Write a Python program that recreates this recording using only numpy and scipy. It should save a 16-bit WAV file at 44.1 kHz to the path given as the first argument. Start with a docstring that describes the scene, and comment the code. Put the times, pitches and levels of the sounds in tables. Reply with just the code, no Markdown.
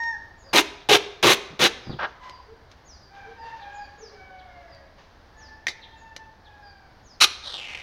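"""Sticky tape is jerked off a roll in a leafy yard: four loud rips, a slow tug, a nick and a snap of the strip,
then one more rip and a slow crackling peel. The glue lets go in dense random snaps, coloured by strip and core.
A hand smooths the tape down on a box in strokes of filtered noise. Roosters crow near and far and a hen clucks,
as unsteady harmonic tones shaped by a throat; small birds peep in gliding sines. Air and echoes surround it all."""
import sys
import numpy as np
from scipy import signal
from scipy.fft import rfft, irfft
from scipy.io import wavfile

SR = 44100
rng = np.random.default_rng(int(sys.argv[2]) if len(sys.argv) > 2 else 0)


def unload_wav(signal):
    """Save mono or channel-first audio to the path in sys.argv[1] as 16-bit WAV at rate SR, clipped to [-1, 1]."""
    wavfile.write(
        sys.argv[1],
        SR,
        np.round(np.clip(np.atleast_2d(signal).T, -1, 1) * 32767).astype(np.int16),
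    )


N = 344862
TIME = np.arange(N) / SR

# Event levels are set ahead of each source's trims and the mix; spectrum levels are relative.

# outdoor air spectrum: pitch_hz, level_db
AIR_SPECTRUM = [(15, -12), (25, 1), (48, -1), (68, 4), (95, -3), (164, -10), (445, -13), (826, -10),
                (1300, -17), (1660, -15), (2560, -27), (4750, -25), (6210, -34), (7700, -48), (15500, -47)]
AIR_LEVEL_DB = -52.5
# one near rooster note: start_s, length_s, pitch_hz, level_db, sag (share of pitch lost by the end),
# second_harmonic_db, hoarseness (share of pitch)
NEAR_CROW = (0, .17, 925, -29.5, .2, 0, .004)
# distant rooster notes: start_s, length_s, pitch_hz, level_db, sag (share of pitch), second_harmonic_db,
# hoarseness (share of pitch)
FAR_CROWS = [(2.17, .18, 1030, -45, .02, -9, .045), (3.09, .23, 795, -44, .02, 2, .028),
             (3.35, .23, 920, -40.5, .03, -6, .032), (3.50, 1.42, 570, -59, .03, 0, .03),
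             (3.56, .29, 815, -42, .01, -3, .02), (4.10, .75, 766, -47, .21, -4, .012),
             (5.32, .29, 872, -51.5, 0, 5, .011), (5.68, .20, 893, -53, 0, -3, .013),
             (5.87, .40, 897, -48, .02, -4, .009), (6.42, .50, 840, -52.5, .14, 1, .016)]
# near rooster's throat, the strength of a harmonic at each pitch: pitch_hz, level_db
NEAR_THROAT = [(900, -7.5), (1830, 0), (2700, -39), (3700, -31), (4600, -38), (5500, -20), (6400, -30),
               (7500, -52)]
# distant roosters' throat: pitch_hz, level_db
FAR_THROAT = [(550, -1), (850, 0), (1350, -10), (1600, -3), (1760, 0), (2000, -8), (2300, -8), (2550, -17),
              (4000, -28), (6000, -42)]
# hen's throat: pitch_hz, level_db
HEN_THROAT = [(450, 0), (900, -12), (1400, -14), (2500, -26), (4000, -45)]
# hen clucks: start_s, pitch_hz, level_db
CLUCKS = [(.42, 560, -53), (2.45, 460, -51), (3.22, 450, -50), (3.36, 500, -54), (3.97, 460, -49),
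          (4.1, 420, -56)]
CLUCK_LENGTH_S = .09
CLUCK_SAG, CLUCK_HOARSENESS = .06, .06   # shares of pitch
# a note's ends are this much weaker; a sagging note loses this much per whole pitch
NOTE_EDGE_DB, SAG_LOSS_DB = 16, 60

# nicks and snaps of the strip: start_s, level_db, t60_s, ring_hz, ring_db (relative)
STRIP_SNAPS = [(.035, -40, .03, 5000, -6), (2.296, -37, .015, 4000, -6), (2.715, -49, .05, 2200, -6),
               (4.748, -52, .02, 4000, -6), (5.6685, -20, .022, 2000, 6), (5.6815, -23, .022, 1950, 4),
               (5.685, -30, .1, 3700, 0), (6.164, -29, .025, 4000, -6)]
# spectrum of a strip snap: pitch_hz, level_db
SNAP_SPECTRUM = [(100, -8), (400, -2), (700, -3), (1200, -3), (2200, -2), (4000, 1), (6300, -5),
                 (8000, -21), (11000, -26), (15000, -37)]
# flaps of the slack strip: start_s, level_db, t60_s
STRIP_FLAPS = [(1.503, -39, .1), (1.528, -40, .12), (1.869, -32, .12), (1.895, -27.5, .14),
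               (1.927, -31.5, .18)]
# spectrum of a flap: pitch_hz, level_db
FLAP_SPECTRUM = [(40, -9), (120, 1), (230, -1), (400, -10), (800, -20), (1400, -25), (3000, -45),
                 (8000, -65)]
# strokes of the hand smoothing tape down: full_pressure_s, level_db, t60_s
RUBS = [(2.07, -44, .4), (2.24, -43, .8), (2.71, -53, .9), (3.15, -47, 1.9), (3.44, -46.5, 3.8),
        (4.53, -56, 2.5), (4.99, -47, .8), (5.41, -52, .9)]
# spectrum of the rubbing hand: pitch_hz, level_db
RUB_SPECTRUM = [(200, -14), (600, -3), (1100, 0), (2000, -5), (4000, -10), (6300, -17), (8000, -42)]
RUB_ATTACK_S = .035

# thin high squeaks of a bird: start_s, level_db
SQUEAKS = [(.37, -60), (3.72, -61), (5.96, -62)]
# soft peeps: start_s, level_db
PEEPS = [(.42, -53), (1.82, -52), (2.27, -55), (2.98, -58), (3.36, -58), (3.76, -54), (4.67, -58),
         (6.61, -54)]
# harsh chirps: start_s, level_db
CHIRPS = [(.79, -52), (1.9, -44), (3.595, -50), (4.375, -54), (5.81, -44), (6.44, -54)]
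# falling whistles: start_s, level_db
WHISTLES = [(2.84, -49.5), (3.97, -49), (5.36, -51.5), (7.025, -53)]

# jerks of the tape: start_s, length_s, level_db, climb_db, thrum_db, core_hz, core_db, strip_hz, strip_db,
# treble_db, lowest_hz
JERKS = [(.530, .086, -13.2, 11, -1, 320, 7, 920, 7, 0, 170),
         (.888, .088, -12.8, 5, -1, 415, 11, 750, 6, -1.5, 65),
         (1.227, .122, -13.5, 4.5, 2, 395, 5, 1060, 2, -1, 55),
         (1.592, .091, -14.5, 10, .5, 215, 7, 1700, 3, -3, 35)]
# a jerk climbs over this share of its length, holds, and stops in this time
JERK_RISE_SHARE, JERK_STOP_S = .41, .021
# thrum of the roll: pitch_hz, level_db
THRUM_SPECTRUM = [(40, -26), (85, -10), (130, -3), (200, -4), (250, -5), (310, 0), (410, 2.5), (560, -4),
                  (760, -3), (1150, -5), (1700, -16), (4000, -35)]
# rasp of the taut strip: pitch_hz, level_db
RASP_SPECTRUM = [(120, -35), (400, -14), (900, -8), (1450, -3), (1850, -4), (2300, -1), (2850, 1),
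                 (3250, -2), (3800, 0), (4600, -9), (6300, -11), (7400, -22), (15500, -38)]
# treble that a tight strip spits: pitch_hz, level_db
SPIT_SPECTRUM = [(2000, -25), (4500, -1), (6300, 5), (7600, -3), (11000, -2.5), (13500, -6), (15500, -13)]
# one slow tug: start_s, length_s, level_db, climb_db
SLOW_TUG = (1.988, .078, -25.3, 4.5)
# spectrum of the tug: pitch_hz, level_db
TUG_SPECTRUM = [(80, -22), (250, -16), (420, -16), (560, -8), (800, -3), (1100, -3), (1650, -1),
                (1900, -12), (3700, -20), (5500, -32), (8000, -66)]
# one last rip: start_s, length_s, level_db, climb_db
LAST_RIP = (7.202, .052, -11.5, 17)
# spectrum of the last rip: pitch_hz, level_db
RIP_SPECTRUM = [(120, -57), (200, -27), (378, -18), (1050, -14), (1230, -5), (1910, -14), (2560, -3),
                (3010, -4), (3420, -10), (4030, 1), (4750, -11), (5800, -8), (7900, -22), (11000, -21),
                (15500, -41)]

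# slow peel: the tape creeps, gives way, and pays out in one smooth draw
CREEP_START_S, CREEP_DB = 7.26, -56.5
PEEL_START_S, PEEL_ATTACK_S, PEEL_DB = 7.42, .025, -42
DRAW_FASTEST_S, DRAW_WIDTH_S, DRAW_GAIN_DB = 7.585, .07, 4.5
SHORT_STRIP_HZ, LONG_STRIP_HZ = 3750, 2350
# loudest pops of the peel: start_s, level_db (relative)
PEEL_POPS = [(7.4614, -26), (7.5113, -26), (7.5418, -18), (7.5574, -25), (7.5692, -24), (7.5991, -23),
             (7.6321, -26), (7.6735, -26), (7.7752, -25)]
# crackle of the peel: pitch_hz, level_db
CRACKLE_SPECTRUM = [(150, -18), (700, 3), (1500, 1), (5500, -8), (7500, -23), (11000, -29), (15000, -42)]

# spectrum of the yard's echo: pitch_hz, level_db
YARD_SPECTRUM = [(100, -7), (400, 1.5), (1000, -1.5), (2000, -2.5), (3500, -5), (6000, -2), (9000, -6),
                 (15000, -10)]
# fading time of the yard's echo: pitch_hz, t60_s
YARD_T60 = [(100, .5), (400, .6), (2000, .68), (5000, .62), (8000, .4), (15000, .27)]
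CUTOFF_HZ = 15900


def from_db(db):
    """Decibels to gain."""
    return 10 ** (np.asarray(db) / 20)


def rms_one(x):
    """Scale to unit rms."""
    return x / np.sqrt(np.mean(x ** 2) + 1e-20)


def at_hz(points, hz):
    """Read a spectrum on a log-frequency axis."""
    known_hz, values = np.transpose(points)
    return np.interp(np.log(np.maximum(hz, 1)), np.log(known_hz), values)


def swell(times, levels_db, t=TIME):
    """Gain along a level curve, silent outside it."""
    inside = (t >= times[0]) * (t <= times[-1])
    return from_db(np.interp(t, times, levels_db)) * inside


def drift(rate, size=N):
    """Smooth chance with `rate` new values a second, spread a little under 1."""
    place = np.arange(size) * min(rate / SR, 1)
    return np.interp(place, np.arange(size), rng.standard_normal(size))


def colour(x, spectrum):
    """Causal (minimum-phase) filter with this spectrum; white noise keeps its power."""
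    size = 2048
    gain = rms_one(from_db(at_hz(spectrum, np.fft.rfftfreq(size, 1 / SR))))
    # folding the cepstrum onto positive time gives the minimum phase
    cepstrum = irfft(np.log(gain))[:size // 2]
    cepstrum[1:] *= 2
    impulse = irfft(np.exp(rfft(cepstrum, size)))
    return signal.oaconvolve(x, impulse)[:len(x)]


def resonate(x, hz, width_hz):
    """One steep-sided resonance, whose centre may move; white noise keeps its power."""
    r = np.exp(-1.55 * np.pi * width_hz / SR)   # 1.55 makes up for the narrowing by two equal poles
    turn = np.exp(2j * np.pi * np.cumsum(hz * np.ones(len(x))) / SR)
    gain = np.sqrt(2 * (1 - r * r) ** 3 / (1 + r * r))
    # shift the centre down to zero, smooth, and shift back up
    smooth = signal.lfilter([1], [1, -2 * r, r * r], x / turn + 1e-18)
    return gain * (turn * smooth).real


def boost(x, hz, width_hz, db):
    """Raise one resonance out of a broad sound."""
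    b, a = signal.iirpeak(hz, hz / width_hz, fs=SR)
    return x + (from_db(db) - 1) * signal.lfilter(b, a, x)


def add(track, start, sound):
    """Mix a sound into a track from a given second on."""
    i = max(round(start * SR), 0)
    track[i:i + len(sound)] += sound[:N - i]


def outdoor_air():
    """Steady air: coloured noise whose level drifts gently."""
    level_db = AIR_LEVEL_DB + .7 * drift(8)
    return from_db(level_db) * colour(rng.standard_normal(N), AIR_SPECTRUM)


def call(note, throat, attack_s, release_s, sag_power, shimmer_db):
    """A fowl's harmonic tone through the throat sags and weakens, later with a higher sag_power."""
    start, length, pitch_hz, db, sag, second_db, hoarseness = note
    t = np.arange(0, length, 1 / SR)
    sunk = sag * (t / length) ** sag_power
    hz = pitch_hz * (1 - sunk) * (1 + hoarseness * drift(250, len(t)))
    phase = 2 * np.pi * np.cumsum(hz) / SR
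    tone = np.zeros(len(t))
    for k in range(1, 9):
        harmonic_db = at_hz(throat, k * hz) + second_db * (k == 2)
        tone += from_db(harmonic_db) * np.sin(k * phase)
    opened = np.minimum(1, np.minimum(t / attack_s, (length - t) / release_s))
    level_db = db - NOTE_EDGE_DB * (1 - opened) - SAG_LOSS_DB * sunk
    level_db = level_db + shimmer_db * drift(60, len(t))
    out = np.zeros(N)
    add(out, start, rms_one(tone) * from_db(level_db))
    return out


def near_rooster():
    """One abrupt, nearly steady note holds its pitch, then sags late."""
    return call(NEAR_CROW, NEAR_THROAT, attack_s=.003, release_s=.025, sag_power=6.0, shimmer_db=1.5)


def glue_snaps(per_s, spread_db, size):
    """Threads of glue break at random moments with uneven strength; rms 1."""
    strength = from_db(spread_db * np.clip(rng.standard_normal(size), -2, 2))
    strength = strength * rng.choice([-1, 1], size)
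    return rms_one(strength * (rng.random(size) < per_s / SR))


def burst(db, t60):
    """A volley of tiny snaps that dies away."""
    t = np.arange(SR // 4) / SR
    return glue_snaps(10000, 3, len(t)) * from_db(db - 60 * t / t60)


def strip_snaps():
    """The strip is nicked and snaps: dying volleys with a broad colour and a ring."""
    out = np.zeros(N)
    for start, db, t60, ring_hz, ring_db in STRIP_SNAPS:
        snaps = burst(db, t60)
        ring = from_db(ring_db - 3) * resonate(snaps, ring_hz, 400)
        add(out, start, colour(snaps, SNAP_SPECTRUM) + ring)
    return out


def whistled(rows, length_s, top_hz, end_hz, waver):
    """A repeated bird whistle lifts briefly, then falls, wavering by a share of its pitch."""
    out = np.zeros(N)
    u = np.linspace(0, 1, int(length_s * SR))
    height = np.interp(u, [0, .22, .52, .82, 1], [.85, 1, .46, .22, 0])
    for start, db in rows:
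        hz = (end_hz + (top_hz - end_hz) * height) * (1 + waver * drift(900, len(u)))
        level = from_db(db + 2 * drift(80, len(u))) * np.sin(np.pi * u ** 1.3)
        add(out, start, level * np.sin(2 * np.pi * np.cumsum(hz) / SR))
    return out


def birds():
    """Small birds with four kinds of gliding, wavering note."""
    return (whistled(SQUEAKS, length_s=.085, top_hz=7050, end_hz=6500, waver=.03)
            + whistled(PEEPS, length_s=.13, top_hz=5020, end_hz=4520, waver=.026)
            + whistled(CHIRPS, length_s=.055, top_hz=4250, end_hz=3100, waver=.11)
            + whistled(WHISTLES, length_s=.145, top_hz=6850, end_hz=3950, waver=.018))


def hen_clucks():
    """A hen's short, hoarse notes, equally long and drooping by the same share of pitch."""
    out = np.zeros(N)
    for start, hz, db in CLUCKS:
        note = (start, CLUCK_LENGTH_S, hz, db, CLUCK_SAG, 0, CLUCK_HOARSENESS)
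        out += call(note, HEN_THROAT, attack_s=.02, release_s=.04, sag_power=1.2, shimmer_db=3)
    return out


def along_strip(x, first_s=.0011, growth=.03, bounce=.3):
    """Each snap runs to the strip's held end and back, a trip that lengthens as tape pays out."""
    i = np.arange(len(x))
    trip = first_s * SR * rng.uniform(.8, 1.25) + growth * i   # first_s is a typical first trip
    return sum(bounce ** k * np.interp(i - k * np.round(trip), i, x, left=0) for k in range(4))


def stroke(row, rise_share, stop_s, typical_slips_per_s=380, slip_depth=.55, grip_db=1.3, stop_db=-15):
    """One pull: the peel line sticks and slips unevenly, each slip a volley of glue snaps."""
    start, length, db, climb_db = row
    t = np.arange(SR // 4) / SR
    slip_rate = typical_slips_per_s * np.exp(.3 * drift(300, len(t)))
    cycle = np.cumsum(slip_rate) / SR % 1
    slip = 1 + slip_depth * (1 - 2 * cycle)
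    grip = from_db(grip_db * drift(220, len(t)))   # the glue holds better in some places
    volleys = rms_one(along_strip(glue_snaps(5000, 3, len(t)) * slip * grip))
    take_up = 1 - np.exp(-t / .0012)   # the strip needs a moment to come taut
    times = [0, rise_share * length, length - stop_s, length]
    return volleys * take_up * swell(times, [db - climb_db, db, db, db + stop_db], t)


def jerks(early_thrum_db=3, late_thrum_db=-6, early_treble_db=-3, late_treble_db=1, spit_db=2.5):
    """The roll thrums at first; the strip's rasp takes over and spits treble as it pulls tight."""
    out = np.zeros(N)
    for row in JERKS:
        start, length = row[:2]
        thrum_db, core_hz, core_db, strip_hz, strip_db, treble_db, lowest_hz = row[4:]
        # three independent draws of like snaps, for thrum, rasp and treble
        thrum_snaps, rasp_snaps, spit_snaps = (stroke(row[:4], JERK_RISE_SHARE, JERK_STOP_S) for _ in range(3))
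        t = np.arange(len(spit_snaps)) / SR
        thrum_level = thrum_db - 6.5 + np.interp(t, [0, length], [early_thrum_db, late_thrum_db])
        thrum = colour(thrum_snaps, THRUM_SPECTRUM) * from_db(thrum_level)
        rasp = colour(rasp_snaps, RASP_SPECTRUM) * from_db(-1)
        spit_level = treble_db - 13 + np.interp(t, [0, length], [early_treble_db, late_treble_db])
        flicker = spit_db * drift(260, len(t))
        spit = colour(spit_snaps * from_db(spit_level + flicker), SPIT_SPECTRUM)
        rip = boost(thrum + rasp + spit, core_hz, 60, core_db)
        rip = boost(rip, strip_hz, 140, strip_db)
        # a longer free strip carries deeper notes
        low_cut = signal.butter(3, lowest_hz, "high", fs=SR, output="sos")
        add(out, start, signal.sosfilt(low_cut, rip))
    return out


def strip_flaps():
    """The slack strip flaps: low-coloured volleys that die away."""
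    out = np.zeros(N)
    for start, db, t60 in STRIP_FLAPS:
        add(out, start, colour(burst(db, t60), FLAP_SPECTRUM))
    return out


def slow_tug():
    """A slow, dull pull that climbs through most of its length."""
    out = np.zeros(N)
    add(out, SLOW_TUG[0], colour(stroke(SLOW_TUG, rise_share=.63, stop_s=.016), TUG_SPECTRUM))
    return out


def smoothing_hand():
    """The strip is rubbed down on the box in noise strokes that land fast and ease off."""
    strokes = [swell([s - RUB_ATTACK_S, s, s + t60], [db - 20, db, db - 60]) for s, db, t60 in RUBS]
    pressure = np.max(strokes, axis=0)
    rub = colour(rng.standard_normal(N), RUB_SPECTRUM)
    return from_db(-6) * rub * pressure * from_db(1.5 * drift(30))


def far_roosters():
    """Distant roosters' unsteady notes swell and fade more gently than the near one's."""
    return sum(call(note, FAR_THROAT, attack_s=.06, release_s=.07, sag_power=1.8, shimmer_db=2.2)
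               for note in FAR_CROWS)


def last_rip():
    """A fast, bright pull that climbs steeply and stops short."""
    out = np.zeros(N)
    add(out, LAST_RIP[0], colour(stroke(LAST_RIP, rise_share=.2, stop_s=.007), RIP_SPECTRUM))
    return out


def slow_peel(pop_db=9.5, overtone_db=-24, crackle_db=-5.5, snatch_db=2.5):
    """Snaps ring the free strip, growing with the draw's speed; its pitch sinks as it lengthens."""
    drawn = np.tanh((TIME - DRAW_FASTEST_S) / DRAW_WIDTH_S)   # -1 before the draw, 1 after it
    speed = 1 - drawn ** 2
    level_db = np.interp(TIME, [PEEL_START_S, PEEL_START_S + PEEL_ATTACK_S], [CREEP_DB, PEEL_DB])
    level_db = level_db + DRAW_GAIN_DB * speed + snatch_db * drift(200)
    snaps = glue_snaps(1600, 3.5, N) * (TIME > CREEP_START_S) * from_db(level_db)
    for start, db in PEEL_POPS:
        add(snaps, start, from_db([db + pop_db]))   # a single-sample click
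    hz = np.interp(drawn, [-1, 1], [SHORT_STRIP_HZ, LONG_STRIP_HZ])
    ring = resonate(snaps, hz, 750) + from_db(overtone_db) * resonate(snaps, 2.25 * hz, 900)
    soft = signal.sosfilt(signal.butter(2, 9000, "low", fs=SR, output="sos"), ring)
    return soft + from_db(crackle_db) * colour(snaps, CRACKLE_SPECTRUM)


def yard_echo(build_s=.012):
    """Scatter from walls, trunks and leaves: a diffuse tail whose treble dies first; unit energy."""
    t = np.arange(SR) / SR
    edges = np.geomspace(70, 17000, 12)
    tail = 0
    for low, high in zip(edges, edges[1:]):
        hz = np.sqrt(low * high)
        band_pass = signal.butter(2, [low, high], "band", fs=SR, output="sos")
        band = signal.sosfilt(band_pass, rng.standard_normal(SR))
        tail = tail + band * from_db(at_hz(YARD_SPECTRUM, hz) - 60 * t / at_hz(YARD_T60, hz))
    return rms_one(tail * (1 - np.exp(-t / build_s))) / np.sqrt(SR)


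def bench_echo(t60=.09):
    """A few quick reflections off the bench, box and body; unit energy."""
    t = np.arange(SR // 10) / SR
    taps = glue_snaps(900, 3, len(t)) * from_db(-60 * t / t60) * (t > .001)   # sparse random clicks
    return rms_one(colour(taps, YARD_SPECTRUM)) / np.sqrt(len(t))


def scene():
    """Tape, near rooster, small birds and far fowl, with a rising share of yard echo in that order."""
    tape = strip_snaps() + jerks() + strip_flaps() + slow_tug() + smoothing_hand() + last_rip() + slow_peel()
    rooster = near_rooster()
    peeps = birds()
    fowl = hen_clucks() + far_roosters()
    direct = tape + rooster + from_db(1) * peeps + from_db(-7) * fowl
    scattered = from_db(-21) * tape + from_db(-10.5) * rooster + from_db(-6) * peeps + from_db(-5) * fowl
    yard = signal.oaconvolve(scattered, yard_echo())[:N]
    bench = from_db(-12) * signal.oaconvolve(tape, bench_echo())[:N]
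    return (direct + yard + bench + outdoor_air())[None]


def record(dry):
    """The highest peaks are rounded and the top is cut."""
    rounded = 1.5 * np.tanh(dry / 1.5)
    top_cut = signal.ellip(12, .1, 80, CUTOFF_HZ, fs=SR, output="sos")
    return signal.sosfilt(top_cut, rounded)


dry = scene()
out = record(dry)
unload_wav(out)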